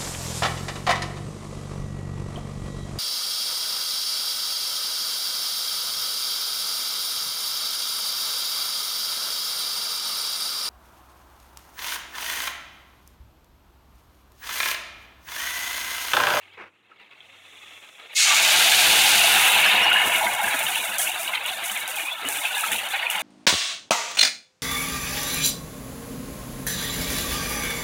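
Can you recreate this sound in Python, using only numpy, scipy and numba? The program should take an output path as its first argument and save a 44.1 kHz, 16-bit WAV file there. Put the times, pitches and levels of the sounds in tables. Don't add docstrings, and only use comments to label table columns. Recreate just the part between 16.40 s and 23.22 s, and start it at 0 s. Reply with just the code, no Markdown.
import sys
import numpy as np
from scipy import signal
from scipy.fft import rfft, irfft, next_fast_len
from scipy.io import wavfile
from scipy.ndimage import uniform_filter1d, minimum_filter1d
from numba import njit

SR = 44100
rng = np.random.default_rng(int(sys.argv[2]) if len(sys.argv) > 2 else 0)


def wav_out(sig):
    wavfile.write(sys.argv[1], SR, np.round(np.clip(np.atleast_2d(sig).T, -1, 1) * 32767).astype(np.int16))


N = 300762
T = np.arange(N) / SR
POUR_S = 1.745

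# pitch_hz, width_hz, lift_db
PAN_RESONANCES = [(210, 36, 8.5), (268, 72, -7.5), (337, 53, 11), (474, 20, 5.5), (620, 130, 4),
                  (856, 66, 3.5), (943, 72, 4), (1830, 37, -2), (2677, 38, 4.5), (2896, 280, 6.5),
                  (3160, 150, -3)]
# pitch_hz, level_db
SMALL_BUBBLE_TONE = [(700, -42.5), (1200, -7.5), (1450, -3.5), (2000, -1.5), (2400, 2.5), (2900, -3.5),
                     (3250, -1.5), (3850, -4), (4400, -14.5), (5200, -16.5), (7000, -27.5)]


def undb(db):
    return 10 ** (np.asarray(db) / 20)


def curves(table):
    times, *columns = np.transpose(table)
    return [np.interp(T, times, column) for column in columns]


def steady(x):
    return x / np.sqrt(np.maximum(uniform_filter1d(x * x, 4400), 1e-18))


def jitter(samples):
    return steady(uniform_filter1d(rng.standard_normal(N), samples))


def throb(per_s, depth_db):
    size = int(SR / per_s)
    walk = uniform_filter1d(uniform_filter1d(rng.standard_normal(N), size), size)
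    return undb(depth_db * walk / walk.std())


def swells(table):
    return sum(undb(db) * np.sin(np.pi * np.clip((T - start_s) / length_s, 0, 1) ** 0.49)
               for start_s, length_s, db in table)


def together(*gains):
    return np.sqrt(sum(gain ** 2 for gain in gains))


def poured(rise_s):
    return np.clip((T - POUR_S) / rise_s + .5, 0, 1)


def surge(db, rise_s, until_s, fall_db_per_s, late_s=0):
    rise = (1 - np.exp(-np.maximum(T - POUR_S - late_s, 0) / rise_s)) ** 2
    return rise * undb(db - fall_db_per_s * np.maximum(T - until_s, 0))


def simmer():
    # time_s, level_db
    levels = [(3.85, -31), (4.15, -28.5), (4.6, -31), (5.65, -34), (5.78, -36), (6.1, -31.5), (6.5, -32.5),
              (6.8, -28.5)]
    return undb(curves(levels)[0]) * np.clip(T - POUR_S, 0, 1) ** 2


def colour(x, tone, resonances=()):
    size = next_fast_len(N + 8192)
    hz = np.maximum(np.fft.rfftfreq(size, 1 / SR), 1)
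    tone_hz, tone_db = np.transpose(tone)
    db = np.interp(np.log(hz), np.log(tone_hz), tone_db)
    db += sum(lift / (1 + (2 * (hz - pitch) / width) ** 2) for pitch, width, lift in resonances)
    cepstrum = irfft(np.log(undb(db)), size)
    cepstrum[1:size // 2] *= 2
    cepstrum[size // 2 + 1:] = 0
    return irfft(rfft(x, size) * np.exp(rfft(cepstrum)), size)[:N]


def echo(x, decay_s, wet_db):
    tail = rng.standard_normal(N)[:SR // 2] * np.exp(-np.log(1000) * T[:SR // 2] / decay_s)
    wet = signal.fftconvolve(x, tail / np.linalg.norm(tail))[:N]
    return (x + undb(wet_db) * wet) / np.sqrt(1 + undb(wet_db) ** 2)


def crackle(per_s, spread_db):
    chance, size = rng.random((2, N))
    signs = rng.choice([-1, 1], N)
    return (chance < per_s / SR) * signs * undb(-spread_db * np.log(np.maximum(size, .002)))


def puffs(clicks, fade_s):
    decay = np.exp(-2 / (fade_s * SR))
    power = signal.lfilter([1 - decay], [1, -decay], clicks ** 2 + 1e-18)
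    power = uniform_filter1d(power, int(.5 * fade_s * SR) + 1)
    return rng.standard_normal(N) * np.sqrt(np.maximum(power, 0))


def froth(per_s, spread_db, fade_s):
    return steady(puffs(crackle(per_s, spread_db), fade_s))


@njit
def ring(times, hz, cycles, sizes, glide):
    out = np.zeros(N)
    for k in range(len(times)):
        start, swell = int(times[k] * SR), cycles[k] * SR / hz[k]
        turn = 2 * np.pi * hz[k] / SR
        wave = sizes[k] * np.e ** 3 + 0j
        step = np.exp(1j * turn - 3 / swell)
        bend = np.exp(1j * turn * glide / swell)
        for i in range(min(int(4.5 * swell), N - start)):
            out[start + i] += wave.imag * (i / swell) ** 3
            wave *= step
            step *= bend
    return out


def bubbles(per_s, low_hz, high_hz, cycles, spread_db, count=55000):
    when, chance, pitch, damping, size = rng.random((count, 5)).T
    alive = chance < (per_s + 0 * T)[(when * N).astype(int)] * N / SR / count
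    hz = low_hz + (high_hz - low_hz) * pitch
    sizes = np.sqrt(hz) * undb(-spread_db * np.log(np.maximum(size, .01)))
    swell_cycles = cycles * 2 ** (2 * damping - 1)
    return ring(when[alive] * N / SR, hz[alive], swell_cycles[alive], sizes[alive], glide=0.001)


def kitchen(air_db=-67.5, hum_hz=95):
    # pitch_hz, level_db
    air_tone = [(25, -10), (60, -17), (110, 7.5), (240, 6), (380, 11), (550, 2), (2500, 3), (5000, -62),
                (15000, -46)]
    # time_s, level_db
    hum_levels = [(0, -70), (.27, -70), (.42, -96), (.72, -91), (.85, -74), (1.35, -73), (1.6, -92)]
    air = undb(air_db) * steady(colour(rng.standard_normal(N), air_tone))
    hum = undb(curves(hum_levels)[0]) * np.sqrt(2) * np.sin(2 * np.pi * hum_hz * T)
    return air + hum


def garlic():
    # time_s, fry_db, hiss_db
    levels = [(0, -50.5, -69), (.24, -53.5, -83), (.32, -68, -82), (.45, -63.5, -84), (.69, -58, -79),
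              (.86, -52.5, -68.5), (1.0, -53.5, -65), (1.14, -50.5, -60.5), (1.33, -47.5, -58.5),
              (1.54, -48.5, -60), (1.72, -46.5, -64)]
    # pitch_hz, level_db
    fry_tone = [(60, -14), (170, -13), (330, -6), (700, -2), (1200, -5.5), (1600, -3.5), (2200, 6),
                (2650, 3.5), (3050, 0.5), (3450, -1), (4000, -7.5), (4600, -18), (7000, -24), (12000, -27)]
    hiss_tone = [(4000, -46), (5200, -6.5), (6800, -1.5), (10000, -7.5), (15500, -16)]
    # pitch_hz, width_hz, lift_db
    open_pan = [(1280, 240, 5), (2520, 130, -3), (2630, 190, 5.5), (3330, 160, 1), (4000, 130, 6)]
    # start_s, length_s, level_db
    flares = [(.335, 0.025, -61), (.56, 0.02, -54), (.585, 0.11, -50), (.705, 0.067, -50.5),
              (.802, 0.02, -51), (.92, 0.027, -55), (1.085, 0.032, -57), (1.23, 0.025, -47),
              (1.486, 0.017, -46), (1.58, .1, -47.5), (1.725, 0.11, -38)]
    # time_s, level_db
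    singing_levels = [(.8, -68), (1.15, -54), (1.35, -53), (1.52, -59), (1.63, -53.5), (1.73, -60)]
    fry_db, hiss_db = curves(levels)
    foam = froth(4000, spread_db=2.5, fade_s=.002)
    snaps = undb(-1) * froth(120, spread_db=3, fade_s=.002)
    fry = foam + snaps + steady(bubbles(2400, 200, 5100, cycles=9, spread_db=2.3))
    fry = steady(colour(fry, fry_tone, open_pan))
    fry *= together(undb(fry_db) * throb(per_s=55, depth_db=1.8), swells(flares))
    singing = steady(bubbles(300, 3270, 3630, cycles=12, spread_db=2))
    singing *= undb(curves(singing_levels)[0]) * (T > singing_levels[0][0])
    hiss = steady(colour(crackle(9000, spread_db=1), hiss_tone)) * undb(hiss_db)
    return (fry + singing + hiss) * (1 - poured(rise_s=0.015))


def spatula():
    # start_s, length_s, level_db
    strokes = [(0.17, 0.13, -41), (0.495, 0.052, -54), (3.634, 0.078, -27.5), (5.82, 0.11, -34.5),
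               (6.288, 0.055, -37.5)]
    # pitch_hz, level_db
    scrape_tone = [(60, -20), (150, -17), (280, -9), (430, 1), (700, -7), (1350, 3.5), (1800, 2), (2500, 0),
                   (3300, -25), (5000, -25), (12000, -45)]
    grit = puffs(crackle(900, spread_db=1.5), fade_s=.005)
    return steady(colour(grit, scrape_tone, PAN_RESONANCES)) * swells(strokes)


def pops():
    # start_s, level_db, pitch_hz
    bursts = [(.513, -46, 1300), (.714, -42, 2600), (.805, -33, 3270), (2.836, -23.5, 673),
              (2.958, -23.5, 800), (3.157, -19, 797), (3.26, -14.5, 1690), (3.453, -25, 1700),
              (3.459, -16.5, 838), (3.454, -21, 1016), (3.463, -16, 2150), (3.481, -14, 2600),
              (3.513, -15, 1440), (3.558, -12.5, 1690), (3.616, -12.5, 2130), (3.725, -10.5, 2640),
              (3.747, -11, 2180), (3.764, -27, 950), (3.808, -19.5, 820), (3.832, -24, 664),
              (3.85, -22, 900), (3.99, -20, 858), (3.866, -13.5, 2070), (4.041, -20, 1720),
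              (4.077, -20, 1650), (4.265, -13, 2870), (4.357, -10.5, 2690), (4.674, -12, 2680),
              (4.716, -17, 2800), (4.876, -14.5, 2820), (5.297, -18, 2960), (5.584, -19, 2300),
              (6.052, -12, 2600), (6.149, -19, 3750), (6.234, -20.5, 1296), (6.628, -19, 1910),
              (6.666, -12.5, 2480), (6.698, -13, 2760)]
    start_s, db, hz = np.array(bursts, float).T.copy()
    cycles = np.full(len(hz), 6.)
    return echo(ring(start_s, hz, cycles, undb(db), glide=.006), decay_s=.055, wet_db=-3)


def steam():
    # pitch_hz, level_db
    steam_tone = [(1500, -22), (2500, 11.5), (4000, 13), (5200, 6), (6700, 6.5), (9000, 2.5), (15500, -8.5)]
    flash_tone = [(2200, -3), (3600, -5.5), (6800, 4), (10000, -3.5), (15500, -7)]
    # pitch_hz, width_hz, lift_db
    flash_resonances = [(1650, 500, -2), (2170, 110, 15)]
    sputter = undb(1.3 * jitter(samples=220))
    fizz = colour(steady(crackle(14000, spread_db=4)), steam_tone) * sputter
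    dull = colour(fizz, flash_tone, flash_resonances)
    brightening = steady(dull + poured(rise_s=1) ** 4 * (fizz - dull))
    flash = surge(db=-15, rise_s=.015, until_s=1.822, fall_db_per_s=105)
    rush = surge(db=-19.5, rise_s=0.1, until_s=2.76, fall_db_per_s=34)
    return brightening * together(flash, rush)


def spray(pour_db=-24, rest_db=-45.5):
    # start_s, crack_db, spray_db, fade_s
    spits = [(3.531, -5, -34.5, 0.42), (3.64, -6, -31, 0.45), (3.722, -17, -33, 0.2),
             (3.782, -6, -39, 0.036), (4.019, -11, -32.5, 0.46), (4.192, 1, -33, 0.61),
             (4.358, -13, -34, 0.13), (4.584, 8, -25.5, 0.11), (4.62, -16, -22, 0.035),
             (4.76, -25.5, -26.5, 0.11), (5.062, -4, -36.5, 0.17), (5.241, -6, -31.5, 0.15),
             (5.302, -12, -36, .07), (5.375, -8, -32, 0.042), (5.478, -4, -32.5, 0.082),
             (5.558, -6, -33.5, 0.12), (5.853, -12, -34.5, 0.046), (5.888, 3, -30, 0.17),
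             (5.925, -7, -35, .04), (5.99, -18, -37.5, 0.3), (6.148, -8, -32.5, 0.26),
             (6.181, -4, -37, 0.037), (6.209, -1, -35.5, 0.19), (6.318, 2, -30, 0.075),
             (6.488, -6, -37.5, 0.098), (6.702, -1, -32.5, 0.086), (6.78, -15, -33, 0.099)]
    # pitch_hz, level_db
    spray_tone = [(3000, -23.5), (5200, -10.5), (6200, -4), (9800, 0), (12200, -4.5), (15000, -2.5),
                  (15800, -11.5)]
    # pitch_hz, width_hz, lift_db
    peaks = [(10370, 1600, 1.5), (14200, 1500, 0.5)]
    pour_power = surge(db=pour_db, rise_s=0.19, until_s=3.093, fall_db_per_s=35.5) ** 2
    power = pour_power + undb(rest_db) ** 2
    cracks = np.zeros(N)
    for start_s, crack_db, spray_db, fade_s in spits:
        start = int(start_s * SR)
        age = T[:N - start]
        attack_s = .002 / undb(crack_db)
        burst = (1 - np.exp(-age / attack_s)) * np.exp(-(age / fade_s) ** 1.6)
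        power[start:] += (undb(spray_db) * burst) ** 2
        cracks[start] = undb(crack_db)
    drops_per_s = 1900 + 5200 * power / undb(pour_db) ** 2
    drops = crackle(drops_per_s, spread_db=3)
    ticks = undb(-12) * froth(140, spread_db=2, fade_s=.0004)
    drops = steady(puffs(drops, fade_s=0.00088) + puffs(drops, fade_s=0.012))
    drops = steady(colour(drops + ticks, spray_tone, peaks))
    cracks = colour(cracks + puffs(cracks, fade_s=.0009), spray_tone, peaks)
    cracks = signal.sosfilt(signal.butter(3, 5500, "highpass", fs=SR, output="sos"), cracks)
    spatter = throb(per_s=68, depth_db=1) ** (1 - pour_power / power)
    return (drops * spatter * np.sqrt(power) + cracks) * poured(rise_s=0.072)


def boil(roar_per_s=7400, simmer_per_s=1100, cooled_s=2.9, thinning_s=0.3):
    # pitch_hz, level_db
    large_tone = [(200, -17), (450, -16), (560, -7.5), (660, 3.5), (850, 4), (1020, 0), (1200, -5.5),
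                  (1700, 10)]
    glug_tone = [(25, -11), (55, -20), (85, -2.5), (115, 1.5), (170, -6), (220, 1.5), (400, -1), (520, 3.5),
                 (800, -32), (2000, -58)]
    # start_s, length_s, level_db
    slumps = [(2.46, 0.17, -39), (3.65, .05, -41), (3.83, 0.087, -53), (4.05, 0.071, -42.5),
              (4.385, .05, -48), (4.53, .04, -56.5), (5.22, .05, -50), (5.84, 0.19, -51), (6.28, 0.19, -45)]
    heat = np.exp(-np.maximum(T - cooled_s, 0) / thinning_s)
    rate = simmer_per_s + (roar_per_s - simmer_per_s) * heat
    simmering = simmer() * throb(per_s=22, depth_db=1)
    bunched_rate = rate * throb(per_s=50, depth_db=3)

    small = steady(bubbles(bunched_rate, 988, 4700, cycles=13, spread_db=2.5))
    escaping_steam = undb(-4) * froth(bunched_rate, spread_db=2, fade_s=.008)
    small = steady(colour(small + escaping_steam, SMALL_BUBBLE_TONE, PAN_RESONANCES))
    small *= together(surge(db=-19.5, rise_s=0.051, until_s=3.32, fall_db_per_s=45), simmering)

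    deep_s = 0.026
    large = bubbles(.6 * bunched_rate, 408.5, 1581, cycles=6.63, spread_db=3.5)
    large = steady(colour(large, large_tone, PAN_RESONANCES))
    large_surge = surge(db=-30.5, rise_s=0.075, until_s=4.05, fall_db_per_s=80, late_s=deep_s)
    large *= together(large_surge, undb(-5) * simmering) * throb(per_s=21, depth_db=0.28)

    glugs = puffs(crackle(0.44 * rate, spread_db=1.5), fade_s=0.0015)
    glugs = steady(colour(glugs, glug_tone, PAN_RESONANCES))
    lumpy = throb(per_s=21, depth_db=3.6 - 2 * rate / roar_per_s)
    glug_surge = surge(db=-41, rise_s=0.2, until_s=3.11, fall_db_per_s=10.5, late_s=deep_s)
    glugs *= together(lumpy * together(glug_surge, undb(-27) * simmering), swells(slumps))
    return small + large + glugs


def hollow():
    # pitch_hz, width_hz, level_db, fullest_s, fade_s
    resonances = [(793, 77, -34.5, 2.94, 0.96), (963, 40, -33.5, 3.47, 0.7), (1752, 110, -32, 3.51, 0.41),
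                  (2193, 64, -31.5, 3.57, 0.61), (2677, 190, -22, 3.24, 0.47),
                  (2820, 66, -21.5, 3.522, 0.13), (3590, 87, -33, 2.97, 0.18)]
    bursts = puffs(crackle(1700, spread_db=2.5), fade_s=0.015)
    simmering = undb(-19) * simmer()
    out = np.zeros(N)
    for hz, width_hz, db, fullest_s, fade_s in resonances:
        band = signal.iirpeak(hz, hz / (2 * width_hz), fs=SR)
        ringing = steady(signal.lfilter(*band, signal.lfilter(*band, bursts)))
        swell = undb(db) * np.exp(-((T - fullest_s) / fade_s) ** 2)
        out += ringing * together(swell, simmering)
    return out * poured(rise_s=0.21) ** 4


def squeaks():
    # start_s, length_s, first_pitch_hz, last_pitch_hz, level_db
    whistles = [(1.853, 0.1, 1224, 1160, -24), (3.26, 0.024, 5200, 5130, -30),
                (3.423, 0.033, 5330, 5500, -31), (3.81, 0.05, 894, 775, -25),
                (5.629, 0.089, 2275, 2680, -27.5), (5.702, 0.04, 3390, 3390, -24.5),
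                (5.744, 0.14, 1320, 1345, -34), (5.84, 0.051, 2780, 3070, -26.5),
                (6.149, 0.049, 1695, 1680, -28)]
    waver = 1 + .028 * jitter(samples=110)
    flutter = steady(undb(3 * jitter(samples=260)))
    out = np.zeros(N)
    for start_s, length_s, first_hz, last_hz, db in whistles:
        span = (T >= start_s) & (T < start_s + length_s)
        progress = (T[span] - start_s) / length_s
        hz = (first_hz + (last_hz - first_hz) * progress) * waver[span]
        out[span] += undb(db) * np.sin(np.pi * progress) * np.sin(2 * np.pi * np.cumsum(hz) / SR)
    return out * flutter


def gurgles():
    # start_s, length_s, level_db, pitch_hz
    splutters = [(3.368, 0.067, -24, 1650), (3.55, .11, -26.5, 1690), (3.711, 0.094, -21.5, 2620),
                 (4.04, 0.25, -29.5, 1670), (4.184, 0.067, -31, 2300), (4.343, 0.095, -27.5, 3030),
                 (4.643, 0.11, -32, 2620), (4.817, 0.065, -35, 2470), (4.932, 0.036, -24.5, 2210),
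                 (4.949, 0.016, -24, 3860), (4.969, 0.018, -25, 2110), (5.049, 0.028, -26.5, 3000),
                 (5.079, 0.039, -30.5, 3440), (5.219, 0.037, -29, 2200), (5.294, 0.017, -32, 1190),
                 (5.345, 0.063, -27.5, 2080), (5.589, 0.06, -31, 2540), (5.939, 0.05, -29.5, 2560),
                 (6.035, 0.07, -25.5, 2810), (6.102, 0.053, -28.5, 2820), (6.17, 0.056, -30, 2670),
                 (6.236, 0.021, -26, 1490), (6.311, 0.026, -23.5, 1890), (6.32, .04, -26.5, 2700),
                 (6.36, 0.0085, -26, 3680), (6.375, 0.06, -28.5, 2710), (6.535, 0.046, -23, 1950),
                 (6.617, 0.031, -27, 1630), (6.654, 0.021, -32, 2660), (6.747, 0.021, -24, 2160)]
    foam = steady(bubbles(2600, 700, 4400, cycles=12, spread_db=2.5))
    foam += undb(-6) * froth(2000, spread_db=2, fade_s=.005)
    foam = colour(foam, SMALL_BUBBLE_TONE, PAN_RESONANCES)
    out = np.zeros(N)
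    for start_s, length_s, db, hz in splutters:
        span = (T >= start_s) & (T < start_s + length_s)
        progress = (T[span] - start_s) / length_s
        burst = signal.lfilter(*signal.iirpeak(hz, Q=3.6, fs=SR), foam[span])
        out[span] += burst / burst.std() * undb(db) * np.sin(np.pi * progress ** 0.56)
    return out


def plops():
    # start_s, level_db, pitch_hz
    pockets = [(3.659, -35, 262), (4.029, -37, 212), (4.135, -36.5, 266), (4.48, -47.5, 210),
               (4.851, -45, 336), (5.301, -45, 205), (5.625, -41, 327), (5.85, -35, 268), (5.973, -48, 282),
               (6.323, -44, 257), (6.745, -47, 192)]
    start_s, db, hz = np.array(pockets, float).T.copy()
    cycles = np.full(len(hz), 4.)
    return ring(start_s, hz, cycles, undb(db), glide=.01)


def scene():
    pan = (garlic() + boil() + gurgles() + hollow() + steam()
           + spray() + pops() + plops() + squeaks() + spatula())
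    return (echo(pan, decay_s=.18, wet_db=-11) + kitchen())[None]


def record(dry, ceiling=0.5, top_hz=15850):
    gain = np.minimum(1, ceiling / (np.abs(dry) + 1e-9))
    gain = uniform_filter1d(minimum_filter1d(gain, size=90), size=90)
    treble_cut = signal.ellip(10, .2, 80, top_hz, fs=SR, output="sos")
    return signal.sosfilt(treble_cut, dry * gain)


dry = scene()
out = record(dry)
wav_out(out)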